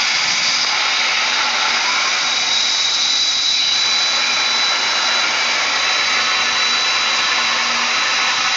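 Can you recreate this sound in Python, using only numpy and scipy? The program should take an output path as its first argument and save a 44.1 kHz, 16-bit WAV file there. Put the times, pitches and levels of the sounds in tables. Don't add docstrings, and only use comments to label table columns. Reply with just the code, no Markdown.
import sys
import numpy as np
from scipy import signal
from scipy.fft import rfft, irfft, next_fast_len
from scipy.io import wavfile
from scipy.ndimage import uniform_filter1d

SR = 44100
rng = np.random.default_rng(int(sys.argv[2]) if len(sys.argv) > 2 else 0)


def dump(signal):
    limited = np.clip(np.atleast_2d(signal).T, -1, 1)
    pcm = np.round(limited * 32767).astype(np.int16)
    wavfile.write(sys.argv[1], SR, pcm)


N = 377496

# start_s, roar level_db before trims, upper roar relative_db
ROAR = [(0.0, -25.5, 5), (0.62, -29, 5), (0.64, -26, 2), (0.83, -24, 3.5), (1.19, -25, 4.5), (1.33, -24, 2),
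        (2.07, -24, 2), (2.46, -27.5, 2), (3.53, -34, 4.5), (3.65, -33.5, 5.5), (3.86, -27.5, 3),
        (5.01, -23.5, 0), (5.22, -24, 2), (6.1, -24.5, 2.5), (6.51, -23.5, 2.5), (6.7, -25.5, 3),
        (7.96, -22.5, 1), (8.56, -24, 3)]
# pitch_hz, relative level_db
HISS_COLOUR = [(1500, -34), (2500, -21), (3200, -18), (3650, -3), (4100, -2.5), (4380, -13), (4600, -1),
               (4850, -1.5), (5150, -3.5), (5350, -6), (5700, -4.5), (6400, -8.5), (7000, -14), (7700, -38)]
ROAR_COLOUR = [(40, -61.5), (120, -37), (250, -14), (420, -14), (560, -7), (800, -3.5), (1350, -0.5),
               (1600, -2), (1850, -6.5), (2200, -23.5), (3000, -46)]
UPPER_COLOUR = [(1500, -35), (1800, -9.5), (1980, -2), (2250, 0), (2500, -3), (2850, -6), (3100, -8),
                (3500, -10.5), (4300, -11), (6000, -31)]
SHOP_COLOUR = [(12, -25), (25, -13.5), (35, -16), (70, -9.5), (120, 1), (200, 1.5), (300, 3.5), (400, -6.5),
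               (800, -11), (2000, -45.5)]
# start_s, lift_db
TREBLE = [(0.0, 0), (0.55, 1), (0.68, -3.5), (0.85, -2.5), (1.5, -2.5), (2.2, 1), (2.9, -1), (3.52, -2),
          (3.67, -5.5), (3.79, -1), (5.3, 0), (8.56, 1.5)]
# pitch_hz, width_hz, lift_db
GAP_MODES = [(3430, 110, 2), (3670, 79, -5), (3830, 120, 0.5), (4730, 82, 1), (5000, 80, 2), (5190, 87, 4),
             (5510, 60, -2), (5630, 74, 1.5), (5760, 60, 0), (6350, 60, 4.5), (6820, 150, -4.5)]
CRATER_MODES = [(847, 66, 5), (1050, 33, 4.5), (1394, 90, 4.5), (1655, 70, 3.5), (1900, 50, 1.5),
                (2240, 110, 2), (2385, 52, 3.5), (2740, 62, -2.5), (2940, 110, 2)]
KERF_MODES = [(475, 200, 4), (658, 35, -3), (892, 18, 4), (1029, 32, 12), (1108, 100, 6.5), (1214, 25, 7),
              (1312, 71, 6), (1570, 100, -2.5), (1752, 97, 7.5), (1900, 34, 3), (2170, 59, 3.5),
              (2260, 50, 0), (2375, 60, 3), (2600, 46, 3), (2747, 120, 6), (3170, 64, 4.5)]
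TABLE_MODES = [(403, 33, 4.5), (521, 22, 4), (603, 24, 2.5), (755.4, 22, 8.5), (899, 24, 6),
               (1104, 23, 2.5), (1284, 30, 7.5), (1350, 20, 5.5), (1470, 33, 4), (1730, 71, 5)]
# middle_s, half_length_s, dip_db
STALLS = [(0.98, 0.04, -1.5), (1.157, 0.015, -5.5), (1.25, 0.017, -3), (2.11, 0.018, -2.5)]
# start_s, length_s, first_pitch_hz, last_pitch_hz, width_hz, level_db
HOWLS = [ (0.0, 0.62, 2290, 2185, 160, -31), (0.649, 0.71, 2570, 2590, 50, -34),
         (1.1, 1.03, 1370, 1384, 40, -31.5), (1.801, 0.55, 2245, 2250, 90, -28.5),
         (3.526, 0.13, 2560, 2220, 200, -28.5), (3.58, 0.2, 2880, 2980, 260, -30),
         (3.659, 0.85, 2412, 2420, 45, -32), (4.168, 0.37, 2430, 2404, 110, -30),
         (4.247, 1.26, 1335, 1396, 50, -33), (4.55, 1.2, 2860, 2820, 70, -33.5),
         (5.104, 0.84, 2298, 2284, 50, -27), (5.4, 2.8, 1487, 1442, 28, -34.5),
         (5.501, 1, 1950, 1930, 60, -31.5), (5.802, 3.4, 2790, 2702, 80, -38.5),
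         (5.915, 0.34, 2260, 2263, 70, -28.5)]
# start_s, pitch_hz, level_db before trim
HOOT = [(0.62, 845, -55), (0.66, 845, -34), (0.8, 840, -31.5), (0.86, 840, -43), (1.13, 845, -42),
        (1.2, 850, -33), (1.69, 862, -29.5), (1.76, 880, -39), (1.81, 915, -31), (1.85, 970, -34),
        (1.87, 995, -25.5), (1.93, 998, -28), (1.96, 1020, -37), (2.01, 1045, -26), (2.09, 1068, -28),
        (2.13, 1130, -42), (2.18, 1280, -34), (2.24, 1325, -31), (2.26, 1425, -29), (2.33, 1435, -50)]
# start_s, pitch_hz, level_db
SCREECH = [(0.4, 4720, -43), (0.445, 4810, -23), (0.56, 4840, -25), (0.62, 4950, -24), (0.649, 4830, -17),
           (0.653, 4800, -24), (0.69, 4830, -24), (0.78, 4800, -38)]
# start_s, pitch_hz, level_db
PIERCING = [(0.0, 3745, -34), (0.9, 3745, -29.5), (2.24, 3784, -33.5), (2.27, 3830, -25.5),
            (2.33, 3831, -22), (2.345, 3830, -28), (2.365, 3830, -22), (2.41, 3830, -23), (2.43, 3840, -26),
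            (2.51, 3855, -21.5), (2.68, 3850, -22), (2.71, 3870, -26), (2.74, 3850, -23),
            (3.05, 3890, -22.5), (3.45, 3910, -20), (3.55, 3920, -21), (3.62, 3916, -19.5),
            (3.86, 3937, -20.5)]
# start_s, level_db before trim
WHISTLE = [(3.86, -20), (4.1, -20), (4.27, -24), (4.52, -20.5), (4.72, -20), (4.75, -25), (5.1, -24.5),
           (5.16, -20.5), (5.24, -24), (5.25, -34), (5.38, -33), (5.42, -26), (5.52, -26), (5.54, -34),
           (5.72, -31), (5.85, -23.5), (6.0, -23.5), (6.09, -28.5), (6.18, -24.5), (6.52, -25.5),
           (6.62, -21.5), (6.74, -20.5), (7.0, -24), (7.4, -26.5), (7.86, -33), (7.95, -27), (8.56, -27.5)]
# start_s, level_db before the bass is removed
POPS = [(.647, -13)]
# pitch_hz, width_hz, level_db at mid-scene
HUM = [(100.3, 8, -59), (296, 19, -53.5)]
# start_s, level_db before chance swells
DRONE = [(0.1, -47.5), (0.96, -51), (1.61, -45), (2.05, -50), (2.14, -43.5), (2.85, -55), (3.95, -48),
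         (7.3, -46.5), (7.84, -37), (7.98, -50.5), (8.45, -48)]
# middle_s, half_length_s, lift_db
SURGES = [(0.344, 0.22, 13.5), (2.423, 0.29, 5)]

BREAK_S, KERF_S, OPENING_S = 2.23, 5.9, 0.91
HISS_DB, HALF_ROAR_DB, HISS_FALL_DB_PER_S = -21, -18, 0.4
JUMP_S, JUMP_DB, SETTLE_S = 2.5, 2.1, 1.5
HOLLOW_DB, DEEPEN_DB_PER_S, THIN_DB_PER_S = 3, 0.48, 1.77
HOWL_FADE = 0.59
WHISTLE_HZ, LOCK_S, LOCKING_S, ECHO_S = 3957.5, 3.86, 0.055, 0.009657
CALM_HZ, RAGGED_HZ, FLUTTER_RATE_HZ = 27.7, 30, 22
DRONE_HZ = 239
RUMBLE_DB, RUMBLE_RISE_DB_PER_S, DEEP_LUMPY_DB = -49.5, 0.5, 4
EDGE_HZ = 7650
FRAME, HOP = 4096, 1024
TIME = np.arange(N) / SR
FRAME_S = np.arange(N // HOP + 3) * HOP / SR
BIN_HZ = np.fft.rfftfreq(FRAME, 1 / SR)


def jet(flicker_db=0.78, rise_s=0.046, treble_hz=4300, treble_span_hz=2300):
    t = FRAME_S[:, None]
    roar_db, bright_db = follow(ROAR, t)
    age = np.maximum(t - JUMP_S, 0)
    jump_db = JUMP_DB * np.tanh(age / rise_s) * np.exp(-(age / SETTLE_S) ** 2)
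    free_db = HISS_DB - HISS_FALL_DB_PER_S * t + jump_db
    level = gain_of(free_db) / np.hypot(1, gain_of(roar_db + bright_db - HALF_ROAR_DB))
    shape = colour(HISS_COLOUR) * gain_of(lift_db(GAP_MODES))
    shape = shape / np.linalg.norm(shape[BIN_HZ > 4400])
    treble_share = np.clip((BIN_HZ - treble_hz) / treble_span_hz, 0, 1)
    treble = gain_of(follow(TREBLE, t)[0] * treble_share)
    hiss = noise(level * shape * treble * ripple(depth_db=2.5, size=2))
    return hiss * gain_of(flicker_db * wander(60))


def roar(low_db=0.5, upper_db=0.47, sputter_db=0.8, hollow_hz=750, heave_db=0.22):
    level_db, bright_db = follow(ROAR, FRAME_S[:, None])
    opening, hollow_db = hole(FRAME_S[:, None])
    hole_db = (1 - opening) * lift_db(CRATER_MODES) + opening * lift_db(KERF_MODES)
    low_lift_db = hollow_db / (1 + (BIN_HZ / hollow_hz) ** 6)
    cavity = gain_of(lift_db(TABLE_MODES) + hole_db + low_lift_db) * ripple(depth_db=2.5, size=2)
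    low = noise(gain_of(level_db + low_db) * unit_power(cavity * colour(ROAR_COLOUR)))
    upper = noise(gain_of(level_db + bright_db + upper_db) * unit_power(cavity * colour(UPPER_COLOUR)))
    stalled = low * gain_of(bumps_db(STALLS, TIME)) + upper
    return stalled * gain_of(sputter_db * wander(70) + heave_db * wander(3.4))


def hole(t):
    since = t - KERF_S
    opening = np.clip(.5 + since / OPENING_S, 0, 1)
    return opening, HOLLOW_DB + np.minimum(DEEPEN_DB_PER_S * since, -THIN_DB_PER_S * since)


def whistle(rough_db=1.0, locked_rough_db=0.5, jitter_hz=3.0, locked_db=0.3, breathy=0.38,
            breath_width_hz=380, breath_above_hz=90, echo=0.3, uneven_hz=40, snap=1.41):
    hz, piercing_db = follow(PIERCING, TIME)
    loose = np.clip(.5 - (TIME - LOCK_S) / LOCKING_S, 0, 1)
    progress = np.clip((TIME - BREAK_S) / (LOCK_S - BREAK_S), 0, 1)
    ragged = np.sqrt(2 * np.sqrt(progress * (1 - progress)))
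    warble = np.tanh(snap * narrow(np.full(N, FLUTTER_RATE_HZ), uneven_hz))
    loose_hz = hz + (CALM_HZ + RAGGED_HZ * ragged) * warble
    locked_hz = WHISTLE_HZ + jitter_hz * wander(35)
    pitch = loose * loose_hz + (1 - loose) * locked_hz
    roughness = gain_of((locked_rough_db + rough_db * loose) * wander(70))
    tone = np.sin(2 * np.pi * np.cumsum(pitch) / SR) * roughness
    tone = evened(tone + echo * ragged * np.interp(TIME - ECHO_S, TIME, tone))
    breath = breathy * ragged * narrow(hz + breath_above_hz, breath_width_hz)
    level_db = loose * piercing_db + (1 - loose) * (follow(WHISTLE, TIME)[0] + locked_db)
    return gain_of(level_db) * (tone + breath)


def cavity_tone(start, length, first_hz, last_hz, width_hz, level_db):
    hz = np.linspace(first_hz, last_hz, round(length * SR))
    tone = gain_of(level_db) * narrow(hz, width_hz) * signal.windows.tukey(len(hz), HOWL_FADE)
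    return np.pad(tone, (round(start * SR), N))[:N]


def hoot(width_hz=45, fuzz=0.62, trim_db=-1.5):
    hz, level = crater_tone(HOOT)
    tone = np.sin(2 * np.pi * np.cumsum(hz) / SR)
    return gain_of(trim_db) * level * evened(tone + fuzz * narrow(hz, width_hz))


def screech(width_hz=430):
    hz, level = crater_tone(SCREECH)
    return level * evened(narrow(hz, width_hz))


def crater_tone(rows):
    hz, level_db = follow(rows, TIME)
    return hz, gain_of(level_db) * (TIME > rows[0][0]) * (TIME < rows[-1][0])


def pops(decay_s=0.0024, choke=0.37, choke_s=0.019):
    bursts, flow = np.zeros(N), np.ones(N)
    for s, db in POPS:
        age = np.maximum(TIME - s, 0)
        bursts += gain_of(db) * (age > 0) * np.exp(-age / decay_s) * wander(1800)
        flow *= 1 - choke * np.tanh(age / decay_s) * np.exp(-(age / choke_s) ** 4)
    no_bass = signal.butter(3, 550, "highpass", fs=SR, output="sos")
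    return signal.sosfilt(no_bass, bursts), flow


def machine(drone_width_hz=9, drone_fuzz=0.55, lumpy_db=2.5, deep_hz=85, swell_db=0.5,
            surge_hz=175, surge_span_hz=90):
    hum = sum(gain_of(db) * narrow(np.full(N, hz), width) for hz, width, db in HUM)
    drone_tone = np.sin(2 * np.pi * DRONE_HZ * TIME)
    drone = evened(drone_tone + drone_fuzz * narrow(np.full(N, DRONE_HZ), drone_width_hz))
    drone_db = follow(DRONE, TIME)[0] + swell_db * wander(2.3)
    surge_band = np.exp(-((BIN_HZ - surge_hz) / surge_span_hz) ** 2)
    shop = colour(SHOP_COLOUR) * gain_of(bumps_db(SURGES, FRAME_S[:, None]) * surge_band)
    deep_share = 1 / (1 + (BIN_HZ / deep_hz) ** 8)
    deep = noise(shop * np.sqrt(deep_share)) * evened(gain_of(DEEP_LUMPY_DB * wander(22)))
    higher = noise(shop * np.sqrt(1 - deep_share))
    rumble = (deep + higher) * gain_of(lumpy_db * wander(14))
    growth = gain_of(RUMBLE_RISE_DB_PER_S * (TIME - TIME.mean()))
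    return gain_of(drone_db) * drone + growth * (hum + gain_of(RUMBLE_DB) * rumble)


def noise(gains):
    z = rng.standard_normal((len(FRAME_S), len(BIN_HZ), 2)) @ [1, 1j]
    _, x = signal.istft((z * gains).T, nperseg=FRAME, noverlap=FRAME - HOP)
    return x[:N] * np.sqrt(3 / 2)


def narrow(hz, width_hz):
    turn = np.exp(2j * np.pi * np.cumsum(hz) / SR)
    in_phase = wander(width_hz / 2, size=len(hz))
    quadrature = wander(width_hz / 2, size=len(hz))
    return (turn * (in_phase + 1j * quadrature)).real


def wander(rate_hz, size=N):
    length = next_fast_len(size)
    hz = np.fft.rfftfreq(length, 1 / SR)
    spectrum = rfft(rng.standard_normal(N + SR)[:length])
    smooth = irfft(spectrum / np.sqrt(1 + (hz / rate_hz) ** 4), length)
    return evened(smooth[:size])


def ripple(depth_db, size=5, onset_hz=900):
    field = rng.standard_normal((len(FRAME_S), len(BIN_HZ)))
    field = uniform_filter1d(field, size=45, axis=0)
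    field = uniform_filter1d(field, size=size, axis=1)
    return evened(gain_of(depth_db * evened(field) * np.tanh(BIN_HZ / onset_hz)))


def colour(points):
    hz, db = np.transpose(points)
    return unit_power(gain_of(np.interp(np.log(BIN_HZ + 1), np.log(hz), db, right=-100)))


def lift_db(modes):
    return sum(db / (1 + 2 * ((BIN_HZ - hz) / width) ** 2) ** 2 for hz, width, db in modes)


def bumps_db(rows, t):
    return sum(db * np.exp(-((t - s) / half) ** 2) for s, half, db in rows)


def follow(rows, t):
    s, *columns = np.transpose(rows)
    return [np.interp(t, s, c) for c in columns]


def gain_of(db):
    return 10 ** (np.asarray(db) / 20)


def evened(x):
    return x / np.sqrt(np.mean(np.abs(x) ** 2) + 1e-20)


def unit_power(gains):
    return gains / np.linalg.norm(gains, axis=-1, keepdims=True)


def scene():
    bursts, flow = pops()
    howls = sum(cavity_tone(*row) for row in HOWLS)
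    torch = jet() + roar() + howls + hoot() + screech() + whistle()
    mono = flow * torch + bursts + machine()
    return np.array([mono, mono])


def record(dry, ceiling=0.68, makeup_db=0.39):
    rounded = gain_of(makeup_db) * ceiling * np.tanh(dry / ceiling)
    lowpass = signal.firwin(401, EDGE_HZ, window=("kaiser", 9), fs=SR)
    return signal.oaconvolve(rounded, lowpass[None], "same")


dry = scene()
out = record(dry)
dump(out)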